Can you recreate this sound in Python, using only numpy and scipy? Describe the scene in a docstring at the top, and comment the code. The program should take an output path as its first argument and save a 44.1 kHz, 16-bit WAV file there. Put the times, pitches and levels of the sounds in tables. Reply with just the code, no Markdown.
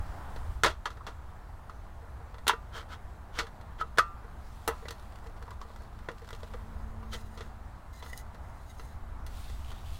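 """Slats of a light aluminium camp table clack, slide and snap together outdoors, a few metres away.
Its legs scrape and latch, small knocks set it down, and cloth and grass rustle over wind, roar and engine drone.
Noise bursts, random contacts and dying sines make the metal; filtered contacts make slides, scrapes and cloth.
The air is drifting shaped noise with crackling leaves, and the engine is a wavering tone with its octave."""
import sys
import numpy as np
from scipy import signal
from scipy.io import wavfile
from scipy.ndimage import uniform_filter1d

SR = 44100
rng = np.random.default_rng(int(sys.argv[2]) if len(sys.argv) > 2 else 0)


def to_wav(s):
    """Save 16-bit WAV."""
    ch = np.atleast_2d(s).T  # columns
    pcm = np.round(np.clip(ch, -1, 1) * 32767)  # PCM
    wavfile.write(sys.argv[1], SR, pcm.astype(np.int16))


N = 440559
TIME = np.arange(N) / SR

# Modes of the table top: [f/Hz, relative level/dB, t60/s when ringing freely]
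TOP_MODES = [(454.3, 2.5, 0.11), (626, -34, 0.054), (978, 3, 0.11), (1002, -5.5, 0.23), (1192, -9, .5),
             (1280, 0, .12), (1357, -13, .5), (1422, -3, .11), (1700, -13, 0.13), (1838, -0.5, 0.17),
             (1930, -5.5, 0.12), (1990, 5, 0.09), (2148, -23, 0.2), (2240, -13, 0.083), (2540, -19, 0.37),
             (2730, -15, 0.29), (2774, -23, 0.12), (3380, -10.5, 0.12), (3576, -22, 0.12),
             (4050, -10, 0.12), (4386, -7.5, 0.15), (6100, -11, 0.11)]
# Crowd of short-lived slat resonances, as a spectrum: [f/Hz, relative level/dB]
SLAT_SPECTRUM = [(60, -18.5), (170, -9.5), (270, -14.5), (360, -4.5), (600, -6), (800, -4.5), (1400, 0.5),
                 (1900, -8), (2500, -12.5), (3300, -8), (4500, -13), (6000, -15), (10000, -21.5),
                 (16000, -30)]
# Modes of a leg: [f/Hz, relative level/dB, t60/s]
LEG_MODES = [(1850, 6, 0.055), (2010, 10, 0.056), (2945, -1.5, .05), (3530, -11, 0.043), (3990, 2, 0.03),
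             (4500, -10, .04), (5030, 1.5, 0.059), (6100, -4, 0.045), (6570, 0, 0.026), (6740, -6, .03),
             (7300, -9, .03), (8500, -1, .03), (9100, -7, .02), (10000, -2, 0.025), (12300, -12, 0.0098)]
# Spectrum of rustling leaves, grass and cloth: [f/Hz, relative level/dB]
RUSTLE_SPECTRUM = [(500, -37), (2000, 0), (3800, 1), (5500, -4), (8000, -4.5), (12000, -8.5), (15500, -9)]


def table():
    """Blows shake the table top and its slats; slides rub the slats along the frame."""
    # slats snapping together: [t/s, level/dB, thud/dB, brightness/dB, hard edge/dB, rattle time/s,
    # ring against clack/dB, struck part's resonance f/Hz, its height/dB]
    clacks = [ (.635, -22.5, 4, 5.5, -1.5, .006, -28, 1710, 7.5),
              (.645, -21.5, 0.5, -3.5, -8, .014, -26, 1460, -6),
              (.661, -24.5, 3.5, 0.5, -11, 0.021, -24, 1410, -1.5),
              (.856, -31.5, -3.5, -3, -9.5, 0.014, -8, 1040, 4.5),
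              (1.067, -40, 3.5, -2, -5, 0.022, -25, 870, 5.5),
              (2.468, -33, 1, 0.5, -6, 0.026, -18, 1400, -2),
              (2.479, -24.5, -3.5, 7.5, 6, 0.0086, -12, 3080, 6.5),
              (2.495, -21.5, -9, -4.5, -24, 0.013, -9, 950, 5.5),
              (3.388, -29, 2, 6.5, -12, 0.019, -8, 1440, 2),
              (3.812, -31, 0, -26, 0, 0.0016, -10.5, 1290, 19),
              (3.974, -36, 2, -0.5, -8, .03, -20, 1400, 1),
              (3.9842, -17, -3, -3, -1.5, 0.00056, -6.5, 1316, 11.5),
              (3.9916, -29.5, 1, 1, -13, .001, -14, 1310, 13),
              (4.6774, -28, 12, 0.5, 14, 0.0016, -3, 950, 8),
              (4.686, -29, 3.5, -14.5, -8, 0.025, -3, 965, 5)]
    # frame knocking as it is turned and set down: [t/s, level/dB, brightness/dB, rattle time/s,
    # struck part's resonance f/Hz, its height/dB]
    knocks = [(.904, -47.5, 8.5, 0.018, 1300, 10), (.971, -52.5, -4, .009, 1400, 5),
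              (1.007, -48.5, -16, .004, 1160, 19), (1.696, -45.5, 1.5, 0.0036, 1210, 9),
              (2.534, -37.5, -8, 0.0056, 1400, 10), (4.855, -46, -5, 0.0027, 2010, 10),
              (4.8841, -43, 11, 0.005, 460, 7), (5.4788, -47.5, -8, .001, 950, 15),
              (5.5134, -49.5, 5, .001, 1070, 18), (5.6145, -44.5, 8.5, .001, 1110, 19),
              (5.702, -50.5, -9, 0.00065, 1010, 11), (5.806, -54.5, -15, 0.00087, 1040, 1),
              (6.0871, -36.5, -8, 0.0024, 1230, 2), (6.329, -46, 6, 0.0071, 515, 3.5),
              (6.432, -45.5, 2, .002, 537, 9), (6.537, -43, -3.5, 0.0097, 500, 14),
              (7.029, -50, -5, 0.013, 1100, 11), (7.134, -47.5, 18, 0.022, 474, 13),
              (7.148, -44, 4, .023, 1870, 0), (7.375, -45.5, 4.5, 0.054, 452, 1),
              (7.407, -43.5, 3, 0.011, 467, 4), (8.025, -46.5, 3, 0.013, 900, 8),
              (8.061, -50, 1, .006, 1150, 4)]
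    # low booms of the table near its lowest resonance, from soft bumps or sliding slats: [t/s, level/dB]
    booms = [(2.02, -55.5), (2.201, -56.5), (3.425, -46), (3.815, -48), (4.243, -54), (4.824, -50),
             (5.262, -51.5), (5.418, -53), (5.648, -56), (6.105, -47), (6.217, -50.5), (6.612, -63)]
    # small sharp ticks: [t/s, level/dB, sharpness/dB]
    ticks = [(.362, -47.5, -1), (.701, -47, 1), (2.343, -51.5, -7), (2.383, -53.5, -2), (3.468, -50, -3),
             (3.612, -57, 1), (4.907, -43, 5.5), (8.346, -56, 2), (8.796, -49.5, 0), (9.265, -51, 10.5),
             (9.498, -53.5, 4), (9.716, -50.5, 1)]
    # slats sliding along the frame: [start t/s, strongest t/s, end t/s,
    # level before the duration scaling/dB, brightness/dB]
    slides = [(2.714, 2.771, 2.852, -60.5, 0), (2.872, 2.931, 2.98, -66, -1), (3.32, 3.4, 3.43, -60.5, 1.5),
              (3.775, 3.815, 3.84, -63.5, -4), (7.11, 7.14, 7.17, -66, 10)]
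    out = np.zeros(N)
    for s, *row in clacks:
        add(out, s, blow(*row))
    for s, db, bright_db, rattle_s, hz, height_db in knocks:
        add(out, s, blow(db, thud_db=9, bright_db=bright_db, edge_db=-8, rattle_s=rattle_s,
                         ring_db=-5, zone_hz=hz, zone_db=height_db))
    for s, db in booms:
        add(out, s, blow(db, thud_db=2, bright_db=-6, edge_db=-6, rattle_s=.007,
                         ring_db=11.5, zone_hz=482, zone_db=17.5))
    for s, db, sharp_db in ticks:
        add(out, s, blow(db, thud_db=4.5, bright_db=sharp_db, edge_db=sharp_db, rattle_s=0.0018,
                         ring_db=-2, zone_hz=4140, zone_db=2.5))
    for row in slides:
        add(out, row[0], slide(*row))
    return out


def blow(db, thud_db, bright_db, edge_db, rattle_s, ring_db, zone_hz, zone_db,
         zone_octaves=0.19, low_t60=0.062, high_t60=0.068, crack_s=0.002, crack=0.44,
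         rebound=0.94, grip_per_s=1.8):
    """One contact and its quick rebounds shake the slats, and the table top rings on."""
    t = np.arange(SR // 2) / SR

    def contact(hz):
        """Tone in dB of the contact, with a hump where the struck part resonates."""
        octaves_off = np.log2((hz + 1) / zone_hz)
        zone = zone_db * np.exp(-.5 * (octaves_off / zone_octaves) ** 2)
        thud = thud_db * (1 - treble(hz, corner_hz=715))
        return zone + thud + bright_db * treble(hz) + edge_db * treble(hz, corner_hz=8000)

    snap, shiver = rng.standard_normal((2, len(t)))
    crack_burst = evened(snap * np.sqrt(t) * np.exp(-t / crack_s))
    # the shiver's lows and highs, split at 2500 Hz, each have their own decay
    low = signal.lfilter(*signal.butter(2, 2500, fs=SR), shiver)
    high = shiver - low
    shiver = low * gain_of(-60 * t / low_t60) + high * gain_of(-60 * t / high_t60)
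    rebounds = grains(len(t), per_s=3000, spread_db=0.5) * np.exp(-t / rattle_s)
    # a looser contact, with a longer rattle, puts more of its energy into the rebounds
    rebound_gain = rebound * np.sqrt(rattle_s / 0.0066)
    force = crack * crack_burst + evened(shiver) + rebound_gain * evened(rebounds)
    clack = colour(force, lambda hz: read(SLAT_SPECTRUM, hz) + top_colour(hz) + contact(hz))
    # a part held in the hand rings both weaker and shorter
    grip = np.exp(-t * grip_per_s * max(-ring_db - 6, 0))
    ring = colour(ringing(TOP_MODES, t, uneven_db=0.5) * grip, contact)
    sound = evened(clack) + gain_of(ring_db) * evened(ring)
    return gain_of(db) * energy_evened(sound)


def top_colour(hz, height_db=5, width_hz=28):
    """Even a short clack is stronger where the table top resonates."""
    centres = np.transpose(TOP_MODES)[0][:, None]
    humps = 1 / (1 + ((hz - centres) / width_hz) ** 2)
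    return height_db * humps.max(0)


def slide(start, peak, end, db, bright_db, ring_db=-6):
    """Uneven slips of metal on metal swell and fade, exciting slats, table top and rail."""
    t = np.arange(SR // 2) / SR
    effort = np.interp(start + t, [start, peak, end], [0, 1, 0]) ** 1.47
    slips = grains(len(t), per_s=3500, spread_db=1.0) * effort
    rub = evened(colour(slips, lambda hz: read(SLAT_SPECTRUM, hz)))
    ring = evened(signal.fftconvolve(slips, ringing(TOP_MODES, t, uneven_db=2))[:len(t)])
    # the rail that the slats run in
    rail = evened(resonate(slips, 1320, 100) + 0.46 * resonate(slips, 3100, 150))
    sound = rub + gain_of(ring_db) * ring + 0.69 * rail
    tone = lambda hz: bright_db * treble(hz) - 7 * treble(hz, corner_hz=5800)
    sound = evened(colour(sound, tone))
    return gain_of(db) * sound * np.sqrt(1 / max(end - start, .01))  # shorter slides are stronger


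def jiggle(ring_db=-6, contact_s=0.0044, count=8):
    """Loose slats touch at random; each slat has its own tiny clack and ring."""
    # slats jiggling while the table is turned: [start t/s, strongest t/s, end t/s, level/dB]
    jiggles = [(4.8, 4.9, 5.54, -60.5), (5.2, 5.5, 7, -64), (6.1, 6.35, 6.59, -60.5)]
    t, out = TIME[:SR // 4], np.zeros(N)
    for _ in range(count):
        burst = rng.standard_normal(len(t)) * np.exp(-t / contact_s)
        clack = colour(burst, lambda hz: read(SLAT_SPECTRUM, hz))
        ring = ringing(TOP_MODES, t, uneven_db=5)
        touches = grains(N, per_s=9, spread_db=5.0)
        touch = evened(clack) + gain_of(ring_db) * evened(ring)
        out += signal.oaconvolve(touches, touch)[:N]
    return strokes(jiggles) * evened(out)


def legs(shift_db=3.5, bend=0.017, scratch=0.65, catch_db=2.8):
    """Friction sounds the thin legs; as the contact moves, each mode comes and goes."""
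    # legs dragging in their hinges: [start t/s, strongest t/s, end t/s, level/dB]
    scrapes = [(6.65, 6.85, 7.1, -71), (7.05, 7.18, 7.52, -61.5), (7.92, 7.99, 8.12, -58),
               (8.05, 8.16, 8.24, -54), (8.3, 8.62, 8.75, -66), (8.65, 8.8, 9.0, -60.5)]
    slips = grains(N, per_s=3500, spread_db=1.5) * gain_of(catch_db * wander(per_s=60))
    tube = np.zeros(N)
    for hz, db, t60 in LEG_MODES:
        level = gain_of(db + shift_db * wander(per_s=31))
        moving_hz = hz * (1 + bend * wander(per_s=20))
        tube += level * resonate(slips, moving_hz, 1.9 / t60)
    grit_spectrum = [(1000, -18), (3500, 6.5), (6500, 4), (10000, -3), (15000, 1)]  # (Hz, dB)
    grit = colour(slips, lambda hz: read(grit_spectrum, hz))
    return evened(evened(tube) + scratch * evened(grit)) * strokes(scrapes)


def latches(uneven_db=2, click_db=-7, click_s=.003):
    """A leg snaps into its lock: a short noise click and the leg's ringing modes."""
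    # legs locking: [t/s, level/dB, brightness/dB]
    locks = [(8.131, -44.5, -12), (8.176, -49, 33)]
    out, t = np.zeros(N), TIME[:SR // 4]
    for s, db, bright_db in locks:
        click = rng.standard_normal(len(t)) * np.exp(-t / click_s)
        snap = evened(ringing(LEG_MODES, t, uneven_db)) + gain_of(click_db) * evened(click)
        sound = colour(snap, lambda hz: bright_db * treble(hz))
        add(out, s, gain_of(db) * energy_evened(sound))
    return out


def cloth(band_hz=600, fizz=0.66, flutter_db=3.5, unsteady=0.044):
    """Tiny thread contacts of ribbed cloth hiss in a band that glides and wavers with the stroke."""
    # cloth brushing on cloth: [start t/s, end t/s, level before taper and flutter/dB,
    # band at the start f/Hz, band at the end f/Hz], band before its waver
    swishes = [(1.66, 1.9, -80, 6700, 6400), (4.327, 4.66, -75.5, 3500, 8050),
               (5.623, 5.92, -69.5, 4000, 4400), (5.918, 6.05, -73, 3700, 4200),
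               (9.267, 9.606, -64, 3760, 3600), (9.61, 9.85, -60.5, 3000, 3800),
               (9.802, 10.097, -58, 2930, 3740)]
    out = np.zeros(N)
    for start, end, db, from_hz, to_hz in swishes:
        count = max(round((end - start) * SR), 256)
        threads = grains(SR, per_s=1600, spread_db=3.3)[:count]
        speed = 1 + unsteady * wander(per_s=21.8)[:count]
        centre_hz = np.geomspace(from_hz, to_hz, len(threads)) * speed
        band = resonate(threads, centre_hz, band_hz)
        hiss = colour(threads, lambda hz: read(RUSTLE_SPECTRUM, hz))
        swish = evened(evened(band) + fizz * evened(hiss))
        add(out, start, gain_of(db) * swish * signal.windows.tukey(len(threads), .7))
    return out * gain_of(flutter_db * wander(per_s=51))  # folds catch and let go


def outdoors(drift_db=1.07, crackle=0.11):
    """Shaped noise makes wind rumble, distant roar and rustle; tiny contacts crackle in the leaves."""
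    # spectrum of the wind rumble: [f/Hz, relative level/dB]
    wind_spectrum = [(10, -1), (25, 2.5), (40, -2.5), (60, 4), (80, -0.5), (110, -10.5), (160, -24),
                     (300, -30), (700, -73)]
    # spectrum of the distant roar: [f/Hz, relative level/dB]
    roar_spectrum = [(100, 9.5), (200, 0), (330, -3.5), (520, -5), (720, 1.5), (1000, 0), (1400, -4.5),
                     (1900, -11), (2600, -22.5), (4000, -33.5), (9000, -58)]
    # wind swelling at the microphone: [start t/s, strongest t/s, end t/s, level/dB]
    puffs = [(-.2, 0, .2, -35.5), (.15, .45, 0.81, -36.5), (6.2, 7.1, 7.67, -40.5), (8.5, 9.5, 16, -40)]
    # grass and leaves stirred by movement: [start t/s, strongest t/s, end t/s, level/dB]
    stirs = [(4.25, 4.7, 5.4, -64.5), (6.1, 6.38, 6.9, -67.5), (9.25, 9.4, 9.78, -56.5),
             (9.7, 9.95, 11, -60)]
    wind_db, roar_db, rustle_db = -45, -51.5, -69.5  # base levels
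    # roar and rustle are louder at first
    opening_s, opening_fade_s, opening_roar_db, opening_rustle_db = .54, 0.11, 5, 6.5
    opening = np.interp(TIME, [opening_s, opening_s + opening_fade_s], [1, 0])
    roar = gain_of(roar_db + opening_roar_db * opening + drift_db * wander(per_s=4))
    rustle = np.hypot(gain_of(rustle_db + opening_rustle_db * opening), strokes(stirs))
    wind = np.hypot(gain_of(wind_db), strokes(puffs))
    contacts = grains(N, per_s=700, spread_db=5)
    blades = evened(colour(contacts, lambda hz: read(RUSTLE_SPECTRUM, hz)))
    leaves = noise(RUSTLE_SPECTRUM, patchy_db=-1.3) + crackle * blades
    return (wind * noise(wind_spectrum, patchy_db=0.0, size=4096)
            + roar * noise(roar_spectrum, patchy_db=0.66)
            + rustle * leaves)


def engine(drone_db=-66, waver=0.00387, flutter_db=1, octave_db=-14, approach_s=3.9):
    """A far engine hums a tone and its octave, fading in and wavering in the moving air."""
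    # pitch path of the far engine: [t/s, f/Hz before the waver]
    pitch_path = [(0, 218), (2.8, 220.5), (5.5, 213.4), (6.3, 219.5), (7.4, 221), (9.2, 227)]
    # swell of the drone: [start t/s, strongest t/s, end t/s, level before flutter/dB]
    swell = [(6.25, 7.0, 7.7, -54)]
    s, hz = np.transpose(pitch_path)
    pitch = np.interp(TIME, s, hz) * (1 + waver * wander(per_s=9.7))
    angle = 2 * np.pi * np.cumsum(pitch) / SR
    approach = np.minimum(TIME / approach_s, 1)
    level = np.hypot(gain_of(drone_db) * approach, strokes(swell))
    level = level * gain_of(flutter_db * wander(per_s=7.2))
    return level * evened(np.sin(angle) + gain_of(octave_db) * np.sin(2 * angle))


def surroundings(x, wet_db=-20, t60=0.19, dull_db=-6):
    """Faint scatter from the ground, the log and the tree: random echoes that die away, dulled."""
    t = TIME[:SR // 2]
    taps = grains(len(t), per_s=2000, spread_db=1) * gain_of(-60 * t / t60) * (t > .004)
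    echo = signal.oaconvolve(x, taps / np.linalg.norm(taps))[:N]
    return gain_of(wet_db) * colour(echo, lambda hz: dull_db * treble(hz))


def grains(count, per_s, spread_db):
    """Random tiny contacts of uneven size and either sign, about per_s a second over count samples."""
    uneven = gain_of(spread_db * np.minimum(rng.exponential(1, count), 4))
    size = uneven * rng.choice([-1, 1], count)
    return size * (rng.random(count) < per_s / SR)


def ringing(modes, t, uneven_db):
    """Dying sines; each call weights them a little differently."""
    hz, db, t60 = np.transpose(modes)[:, :, None]
    db = db + uneven_db * rng.standard_normal(hz.shape)
    sign = rng.choice([-1, 1], hz.shape)
    sines = sign * gain_of(db - 60 * t / t60) * np.sin(2 * np.pi * hz * t)
    return sines.sum(0)


def resonate(x, hz, width_hz):
    """A resonance of gain 1 that follows the curve hz: shift it to 0 Hz, smooth, shift back."""
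    turn = np.exp(2j * np.pi * np.cumsum(hz * np.ones(len(x))) / SR)
    r = np.exp(-np.pi * width_hz / SR)
    smooth = signal.lfilter([1 - r], [1, -r], x / turn + 1e-18)
    return 2 * (turn * smooth).real


def noise(spectrum, patchy_db, size=1024):
    """Noise of a given spectrum whose level drifts in patches of time and frequency."""
    hz = np.fft.rfftfreq(size, 1 / SR)
    a, b, patches = rng.standard_normal((3, N // (size // 4) + 5, len(hz)))
    patches = uniform_filter1d(patches, size=12, axis=0)  # along time
    patches = evened(uniform_filter1d(patches, size=14, axis=1))  # along frequency
    z = (a + 1j * b) * gain_of(read(spectrum, hz) + patchy_db * patches)
    sound = signal.istft(z.T, nperseg=size, noverlap=size - size // 4)[1][:N]
    return evened(sound)


def colour(x, db_at, size=4096):
    """Causal minimum-phase filter whose gain in dB is the function db_at(Hz), floored at -100 dB."""
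    hz = abs(np.fft.fftfreq(size, 1 / SR))
    log_gain = np.log(gain_of(np.maximum(db_at(hz), -100)))
    taps = np.fft.ifft(np.exp(np.conj(signal.hilbert(log_gain)))).real
    return signal.oaconvolve(x, taps[:size // 2])[:len(x)]


def treble(hz, corner_hz=2400):
    """Share 0-1 that a frequency has in the bright part of a sound."""
    return hz ** 4 / (hz ** 4 + corner_hz ** 4)


def read(points, hz):
    """Reads a spectrum on a log-frequency axis."""
    f, value = np.transpose(points)
    return np.interp(np.log(hz + 1), np.log(f), value)


def strokes(rows, curve=0.72):
    """Level over time of strokes that each swell to a peak and fade; curve sets how sharply."""
    level = np.zeros(N)
    for start, peak, end, db in rows:
        level += gain_of(db) * np.interp(TIME, [start, peak, end], [0, 1, 0]) ** curve
    return level


def wander(per_s):
    """A random curve of rms 1: straight lines between per_s random points a second."""
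    knots = rng.standard_normal(4000)
    return evened(np.interp(TIME * per_s, np.arange(len(knots)), knots))


def gain_of(db):
    """Decibels to amplitude."""
    return 10 ** (np.asarray(db) / 20)


def evened(x):
    """Scales to rms 1."""
    return x / np.sqrt(np.mean(x ** 2) + 1e-20)


def energy_evened(x):
    """Scales to the energy of rms 1 over 20 ms, however long the sound."""
    return x / np.linalg.norm(x) * np.sqrt(SR / 50)


def add(mix, s, sound):
    """Mixes a sound in at time s."""
    part = mix[round(s * SR):][:len(sound)]
    part += sound[:len(part)]


def scene():
    """The table in the open air."""
    metal = table() + jiggle() + legs() + latches()
    return (metal + surroundings(metal) + cloth() + outdoors() + engine())[None]


def record(dry):
    """A linear-phase low-pass at 16 kHz limits the band."""
    taps = signal.firwin(255, 16000, window=("kaiser", 9), fs=SR)
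    return signal.oaconvolve(dry, taps[None], "same")


dry = scene()
out = record(dry)
to_wav(out)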